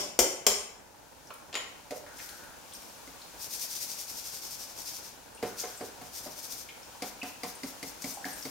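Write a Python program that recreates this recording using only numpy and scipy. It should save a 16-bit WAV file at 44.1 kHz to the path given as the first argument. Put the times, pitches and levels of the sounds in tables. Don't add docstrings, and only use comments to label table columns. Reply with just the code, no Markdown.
import sys
import numpy as np
from scipy import signal
from scipy.fft import rfft, irfft, next_fast_len
from scipy.io import wavfile

SR = 44100
rng = np.random.default_rng(int(sys.argv[2]) if len(sys.argv) > 2 else 0)


def pcm_store(signal):
    levels = np.round(np.clip(np.atleast_2d(signal), -1, 1) * 32767)
    wavfile.write(sys.argv[1], SR, levels.astype(np.int16).T)


def gain_from_db(level_db):
    decades = np.asarray(level_db, float) / 20
    return 10 ** decades


N = 374850
LEAD_S = 0.15
M = N + round(LEAD_S * SR)


# peak in [s], level in [dB].
SHAKES = [(3.432, -42), (3.539, -39.5), (3.624, -37.5), (3.72, -40), (3.765, -40), (3.827, -38),
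          (3.91, -40), (4.002, -41.5), (4.102, -43), (4.179, -42), (4.27, -42), (4.354, -42.5),
          (4.447, -43), (4.528, -42.5), (4.62, -44.5), (4.702, -51), (4.798, -44), (4.883, -41),
          (4.959, -44), (5.06, -48), (6.172, -42.5), (6.252, -47), (6.32, -51.5), (6.386, -46.5),
          (6.448, -44), (6.524, -42), (6.594, -46)]
# peak in [s], level in [dB], length in [ms].
SLIDES = [(1.967, -51.5, 42), (2.224, -49, 83), (2.3, -55.5, 200), (2.752, -53, 32), (2.83, -58.5, 270),
          (5.605, -39.5, 47), (5.73, -55, 120), (8.025, -51, 32), (8.097, -45.5, 82), (8.27, -50.5, 51),
          (8.38, -50.5, 60), (8.455, -49.5, 82)]


def surges():
    s, db = np.transpose(SHAKES)
    gaps_ms = 1000 * np.diff(s, prepend=0, append=N / SR)
    mean_gap_ms = (gaps_ms[1:] + gaps_ms[:-1]) / 2
    throw_ms = np.minimum(0.65 * mean_gap_ms, 59)

    pouring_s = 3.4
    jump_s, jump_ms = 0.052, 41
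    jumps = []
    for tap_s, *_, snap_db in TAPS:
        if pouring_s < tap_s < N / SR - jump_s:
            jump_db = -48 + 0.42 * (snap_db + 37)
            jumps.append((tap_s + jump_s, jump_db, jump_ms))
    return [*zip(s, db, throw_ms), *SLIDES, *jumps]


# frequency in [Hz], density in [dB per Hz].
SALT = [(1290, -26), (2200, -11.5), (3130, -12), (3600, -7), (3900, -7.5), (4640, -2.5), (5690, 1.5),
        (7650, -7), (8370, -5.5), (9940, -11.5), (13200, -8.5), (15600, -16)]
# time in [s], gain above 8 kHz in [dB].
SPOUT = [(3.6, 4), (5.2, 1.5), (5.7, 3), (8.5, 5.5)]


def salt():
    t, power = np.arange(M) / SR - LEAD_S, np.zeros(M)
    for s, db, ms in surges():
        near = slice(round((s + LEAD_S - 0.15) * SR), round((s + LEAD_S + 0.15) * SR))
        late = (t[near] - s) * 1665 / ms
        steepness = np.where(late < 0, 1.35, 1.15)
        power[near] += gain_from_db(2 * db) * np.exp(-(late * steepness) ** 2)

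    strength = gain_from_db(1.8 * np.minimum(rng.exponential(1, M), 5))
    hits = rng.random(M) < 12000 / SR
    hiss = colour(strength * hits * pair(0.38), SALT)
    fine = signal.sosfilt(signal.butter(2, 8000, "high", fs=SR, output="sos"), hiss)
    spout_gain = gain_from_db(in_time(SPOUT)[0])
    return np.sqrt(power) * gain_from_db(0.5 * drift(60)) * (hiss + (spout_gain - 1) * fine)


# start in [s], then levels of air thud, lid, wall and snap in [dB].
TAPS = [(1.907, -39.5, -45.5, -39, -37.5), (3.075, -48.5, -70, -56, -48), (5.426, -30, -28, -31, -38),
        (5.635, -46, -38, -34.5, -43), (5.808, -38.5, -32, -38.5, -43.5), (6.013, -44, -62, -44, -50),
        (6.265, -41, -55, -45, -54), (7.021, -34.5, -38, -34, -32), (7.23, -36, -56, -35.5, -38.5),
        (7.433, -33.5, -40, -34.5, -32.5), (7.633, -33, -49.5, -61, -35), (7.828, -36.5, -43.5, -52, -34),
        (8.042, -34.5, -45, -43, -34.5), (8.252, -36.5, -57, -36.5, -37), (8.452, -34.5, -44, -50, -36.5)]
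# frequency in [Hz], level in [dB], t60 in [s].
DRUM = [
    [(269.5, 7, 0.047)],
    [(468, 0, 0.13), (571, 0, 0.065)],
    [(733, -1.5, 0.16), (1200, -15, 0.06)],
    [(2050, 1.5, 0.033), (2340, -16, .025)],
    [(4800, 1.5, 0.018)],
]
# frequency in [Hz], width as a [ratio],
# level above the group in [dB], t60 in [s].
BODY = [(268, 1.64, -2, 0.13), (448, 1.22, -2, 0.16), (850, 1.84, -7.5, 0.3), (2145, 1.09, -3.5, 0.057),
        (5000, 1.67, -4.5, 0.1)]


def taps():
    bus = np.zeros((2, M))
    for s, *levels, snap_db in TAPS:
        slap_db = snap_db - 2.5
        levels = [*levels, slap_db, snap_db]
        modes = [(hz, d + db, t60) for group, db in zip(DRUM, levels) for hz, d, t60 in group]
        add(bus, s, ring(modes, contact_ms=0.77))
        for (hz, width, d, t60), db in zip(BODY, levels):
            alike = np.clip(1.05 - hz / 9000, 0, 1)
            add(bus, s, clatter(db + d, band(hz, width, 6.56), t60, alike, rise_ms=1300 / hz))
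    return bus


# start in [s], length in [s], level in [dB].
DRAG = [
    (2.086, 0.051, -58),
    (2.19, 0.35, -58.5),
    (5.474, .43, -60),
]


def drag():
    t = np.arange(M) / SR - LEAD_S
    resonance = signal.butter(2, [1330, 1680], "band", fs=SR, output="sos")
    rub = signal.sosfilt(resonance, rng.standard_normal(M))
    attack_s, release_s, sag_db = 0.027, 0.032, -4.5
    stroke = np.zeros(M)
    for s, length, db in DRAG:
        corners_s = [s - attack_s, s, s + length, s + length + release_s]
        stroke += np.interp(t, corners_s, [0, gain_from_db(db), gain_from_db(db + sag_db), 0])
    return stroke * gain_from_db(1.7 * drift(30)) * rub / rub.std()


# start in [s], level in [dB], frequency in [Hz], sharpness of the peak in [dB].
CONTACTS = [(1.271, -46, 5700, 6), (1.305, -35, 1150, 6), (1.304, -43.5, 535, 4.5),
            (1.304, -40.5, 2600, 3.5), (1.3376, -42, 10500, 2), (1.909, -32.5, 570, 8.5),
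            (1.922, -31.5, 548, 12), (2.064, -45, 1730, 4), (2.169, -40.5, 6400, 5), (2.189, -40, 2260, 3),
            (2.199, -39.5, 2020, 6), (2.289, -36.5, 4230, 1), (2.435, -44, 1510, 1), (2.722, -43, 3260, 5),
            (2.735, -38, 8630, 16), (2.75, -39.5, 5470, 14), (2.821, -39, 7400, -2), (3.216, -43, 4250, 6),
            (5.3474, -45, 8800, 14), (5.374, -44, 2800, 12), (5.427, -46, 112.3, 20), (5.582, -42, 4800, 11),
         (5.597, -26, 6200, 10), (5.7743, -37, 7800, 12), (5.81, -51, 90, 11), (6.015, -43, 127, 2.5),
         (6.258, -36.5, 616, 7), (6.687, -38, 2410, 4.5), (6.7, -46, 3260, 5), (6.829, -45, 5400, 7),
         (6.949, -44, 850, 8), (7.216, -31.5, 2660, 16.5), (7.5527, -39.5, 8850, 11), (7.734, -44, 814, 3),
         (8.02, -31.5, 6050, 2), (8.095, -37, 6100, 14), (8.1394, -35, 7740, 8), (8.171, -39, 805, 6),
         (8.2422, -32, 1677, 9), (8.3304, -35, 8300, 9), (8.425, -34.5, 5480, 12)]


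def ticks():
    bus = np.zeros((2, M))
    for s, db, hz, sharp_db in CONTACTS:
        t60 = 0.066 * (hz / 1000) ** -0.21
        add(bus, s, clatter(db - 3.0, band(hz, 1.152, sharp_db), t60, 0.83, rise_ms=1.0))
        add(bus, s, ring([(hz, db - 15.5 + 0.52 * sharp_db, t60)], contact_ms=0.9))
    return bus


def spoon_blows(blows, modes, spectrum):
    bus = np.zeros((2, M))
    for s, db, tilt, clatter_db, t60 in blows:
        struck = [(hz, db + d + tilt * np.log2(hz / 3000), mode_t60) for hz, d, mode_t60 in modes]
        add(bus, s, ring(struck, contact_ms=2.1))
        add(bus, s, clatter(clatter_db, spectrum, t60, 0.97, rise_ms=0.34))
        add(bus, s, clatter(clatter_db + 1.5, band(3750, 2.83, 18.0), 0.0066, 0.58, rise_ms=0.2))
    return bus


# start in [s], ring in [dB], brightness in [dB per octave], clatter in [dB],
# clatter t60 in [s].
KNOCKS = [
    (-.09, -24, -1.5, -15, 0.086),
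    (0.1898, -23.5, 1, -13.5, 0.071),
    (0.4658, -22, 1.3, -13, 0.046),
]
# frequency in [Hz], level in [dB], t60 in [s].
POT = [(232, -5, .08), (410, -8, 0.11), (464, -24, 0.081), (590, -1, 0.085), (730, -4, 0.047),
       (1076, -3.5, 0.034), (2600, -4, 0.037), (3350, -19, 0.037), (4370, -11, 0.042), (4850, -13, 0.037),
       (5400, -14, 0.02), (5500, 3, 0.034), (5700, -7, 0.03), (5670, -13, 0.019), (6920, 7, 0.031),
       (6800, -19, 0.051), (6800, -17, 0.03), (7500, 1, 0.047), (8610, -5.5, 0.089), (9900, -8, .05),
       (11100, -16, .16), (12070, -18, 0.08), (14200, -21, .05)]
# frequency in [Hz], density in [dB per Hz].
POT_CLATTER = [(88, -71), (150, -27), (260, -11.5), (500, -4.5), (800, -10.5), (1130, -9), (1270, -17),
               (1900, -18), (2610, -16.5), (3360, -10), (3850, -24), (5500, -3.5), (6350, -9),
               (7200, -10.5), (8060, -13.5), (8710, -13), (10600, -26), (11900, -13), (15600, -23.5)]


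def pot_knocks():
    return spoon_blows(KNOCKS, POT, POT_CLATTER)


# frequency in [Hz], density in [dB per Hz].
THUMP = [(30, -2), (55, 12), (110, -31), (200, -10), (400, -18)]


def stove():
    bus = np.zeros((2, M))
    for s, db, *_ in KNOCKS:
        add(bus, s + 0.0022, clatter(db - 18, THUMP, 0.45, 0.87, rise_ms=8.8))
    return bus


# start in [s], ring in [dB], brightness in [dB per octave],
# clatter in [dB], clatter t60 in [s].
LAID = [
    (1.528, -63, -9, -41, 0.11),
    (1.542, -58, -7, -33, .05),
    (1.553, -43, 0.5, -27, 0.061),
    (1.57, -44.5, -12.5, -37, 0.037),
]
# frequency in [Hz], level in [dB], t60 in [s].
SPOON = [(1093, -3.5, 0.029), (2950, 11, 0.022), (4480, -3, 0.17), (7027, 6, 0.16), (8160, -20, .06),
         (11530, -17, .15), (13220, -11, .1), (10200, -7, .2), (11100, -10, .2)]
# frequency in [Hz], density in [dB per Hz].
SPOON_CLATTER = [(180, -44), (300, -6), (1070, -3.5), (2390, -4.5), (2900, 0.5), (6070, -12.5), (7130, -7),
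                 (7720, -15), (14000, -43)]


def spoon_laid():
    return spoon_blows(LAID, SPOON, SPOON_CLATTER)


# frequency in [Hz], t60 in [s].
KITCHEN = [(120, 0.71), (400, 0.48), (1500, 0.74), (5000, 0.45), (10000, 0.52), (15000, 0.33)]


def kitchen(x, alike_hz):
    t, tail = np.arange(SR) / SR, 0
    for hz in 60 * 2 ** np.arange(9):
        edges_hz = [hz / 2 ** 0.5, min(hz * 2 ** 0.5, 0.45 * SR)]
        octave = signal.butter(2, edges_hz, "band", fs=SR, output="sos")
        noise = pair(1 / (1 + (hz / alike_hz) ** 2), size=SR)
        tail = tail + signal.sosfilt(octave, noise) * gain_from_db(-60 * t / at_hz(KITCHEN, hz))
    tail = tail * (1 - np.exp(-t / 0.003))
    return signal.fftconvolve(x, tail / np.sqrt(np.sum(tail ** 2) / 2), axes=1)[:, :M]


# time in [s], gain in [dB].
GAIN = [(0.9, -8), (2.19, -1.5), (3.42, 0.5), (3.65, -0.5), (4.77, 0.8), (5.3, -2), (5.56, 1.5),
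        (6.74, -0.3), (8.5, 2.5)]
# frequency in [Hz], density in [dB per Hz].
RUMBLE = [(15, -38), (25, -4.5), (54, -3.5), (166, -7), (286, -4), (378, -7), (423, -6.5), (465, -3.5),
          (560, -3.5), (689, -4.5), (947, -2.5), (1140, -17), (1480, -9), (2200, -20), (2860, -31),
          (4840, -120)]
# frequency in [Hz], density in [dB per Hz].
HISS = [(650, -21), (1100, -4), (1220, -8), (1300, -6.5), (1620, -10), (2090, -14), (2240, -8.5),
        (3340, -10.5), (6420, -9), (10000, -15), (15600, -17.5)]


def background():
    gain_db, = in_time(GAIN)
    rumble_db, hiss_db = -53.5 + 0.36 * gain_db, -51.5 + gain_db
    rumble = gain_from_db(rumble_db + 1.6 * drift(39)) * colour(pair(0.24), RUMBLE)
    hiss = gain_from_db(hiss_db + 0.5 * drift(1.1)) * colour(pair(0.2), HISS)

    hum_hz, hum_db = 56, -72
    waver_db, slip_rad = 1.8 * drift(3), 0.7 * drift(2.5)
    hum = gain_from_db(hum_db + waver_db) * np.sin(2 * np.pi * hum_hz * np.arange(M) / SR + slip_rad)
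    return rumble + hum + hiss


def ring(modes, contact_ms):
    t = np.arange(SR // 3) / SR
    hz, db, t60 = np.transpose(modes)[:, :, None, None]
    ear_phase = rng.normal(0, 1, (len(hz), 2, 1)) * np.minimum(hz / 2500, 1.5)
    phase = rng.uniform(0, 2 * np.pi, hz.shape) + ear_phase
    rise = 1 - np.exp(-t * 1000 / (0.15 * contact_ms + 1500 / hz))
    return np.sum(rise * gain_from_db(db - 60 * t / t60) * np.sin(2 * np.pi * hz * t + phase), axis=0)


def clatter(db, spectrum, t60, alike, rise_ms):
    t = np.arange(SR // 4) / SR
    fade = gain_from_db(db - 60 * t / t60) * (1 - np.exp(-t * 1000 / rise_ms))
    return fade * colour(pair(alike, size=len(t)), spectrum)


def band(hz, width, skirt_db):
    return [(hz / width ** 4, -5 * skirt_db), (hz / width, -skirt_db), (hz, 0), (hz * width, -skirt_db),
            (hz * width ** 4, -3.5 * skirt_db), (hz * width ** 10, -9 * skirt_db)]


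def at_hz(points, hz):
    points = np.array(points)
    return np.interp(np.log(np.maximum(hz, 1)), np.log(points[:, 0]), points[:, 1])


def in_time(rows):
    s, *columns = np.transpose(rows)
    return [np.interp(np.arange(M) / SR - LEAD_S, s, c) for c in columns]


def colour(x, spectrum):
    length = x.shape[-1]
    size = next_fast_len(length)
    gain = gain_from_db(at_hz(spectrum, np.arange(size // 2 + 1) * SR / size))
    y = irfft(rfft(x, size) * gain, size)[..., :length]
    return y / np.sqrt(np.mean(y ** 2))


def pair(alike, size=M):
    mid, side = rng.standard_normal((2, size))
    return np.sqrt((1 + alike) / 2) * mid + np.sqrt((1 - alike) / 2) * side * [[1], [-1]]


def drift(rate):
    r = np.exp(-80 * np.pi * rate / SR)
    slow = signal.lfilter([1], [1, -2 * r, r * r], rng.standard_normal(M // 40 + 2002))[2000:]
    return np.interp(np.arange(M) / 40, np.arange(len(slow)), slow / slow.std())


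def add(bus, s, sound):
    at = round((s + LEAD_S) * SR)
    bus[:, at:at + sound.shape[-1]] += sound[..., :M - at]


def scene():
    grains, drum, pot = salt(), taps(), pot_knocks()
    small = spoon_laid() + ticks() + drag()
    wet = gain_from_db(-5) * grains + gain_from_db(-8.0) * drum + gain_from_db(-1.0) * pot + gain_from_db(-1.0) * small
    direct = gain_from_db(2.0) * grains + drum + pot + stove() + small
    return (direct + kitchen(wet, alike_hz=620) + background())[:, -N:]


def band_limit(x):
    return signal.sosfilt(signal.butter(12, 17020, fs=SR, output="sos"), x)


# frequency in [Hz], left minus right in [dB].
LEAN = [(60, -0.5), (150, -0.5), (380, -1.5), (950, -2), (2380, 1.5), (5980, 4.0), (15000, 8.5)]


def record(dry):
    size = next_fast_len(N)
    lean_db = at_hz(LEAN, np.arange(size // 2 + 1) * SR / size) / 2
    x = irfft(rfft(dry, size) * gain_from_db(lean_db * [[1], [-1]]), size)[:, :N]
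    x = signal.sosfilt(signal.butter(2, 36, "high", fs=SR, output="sos"), x)
    x = signal.lfilter(*signal.iirnotch(7885, 55, fs=SR), x)
    x = signal.sosfilt(signal.cheby2(22, 55, 16100, fs=SR, output="sos"), x)
    return band_limit(x)


dry = scene()
out = record(dry)
pcm_store(out)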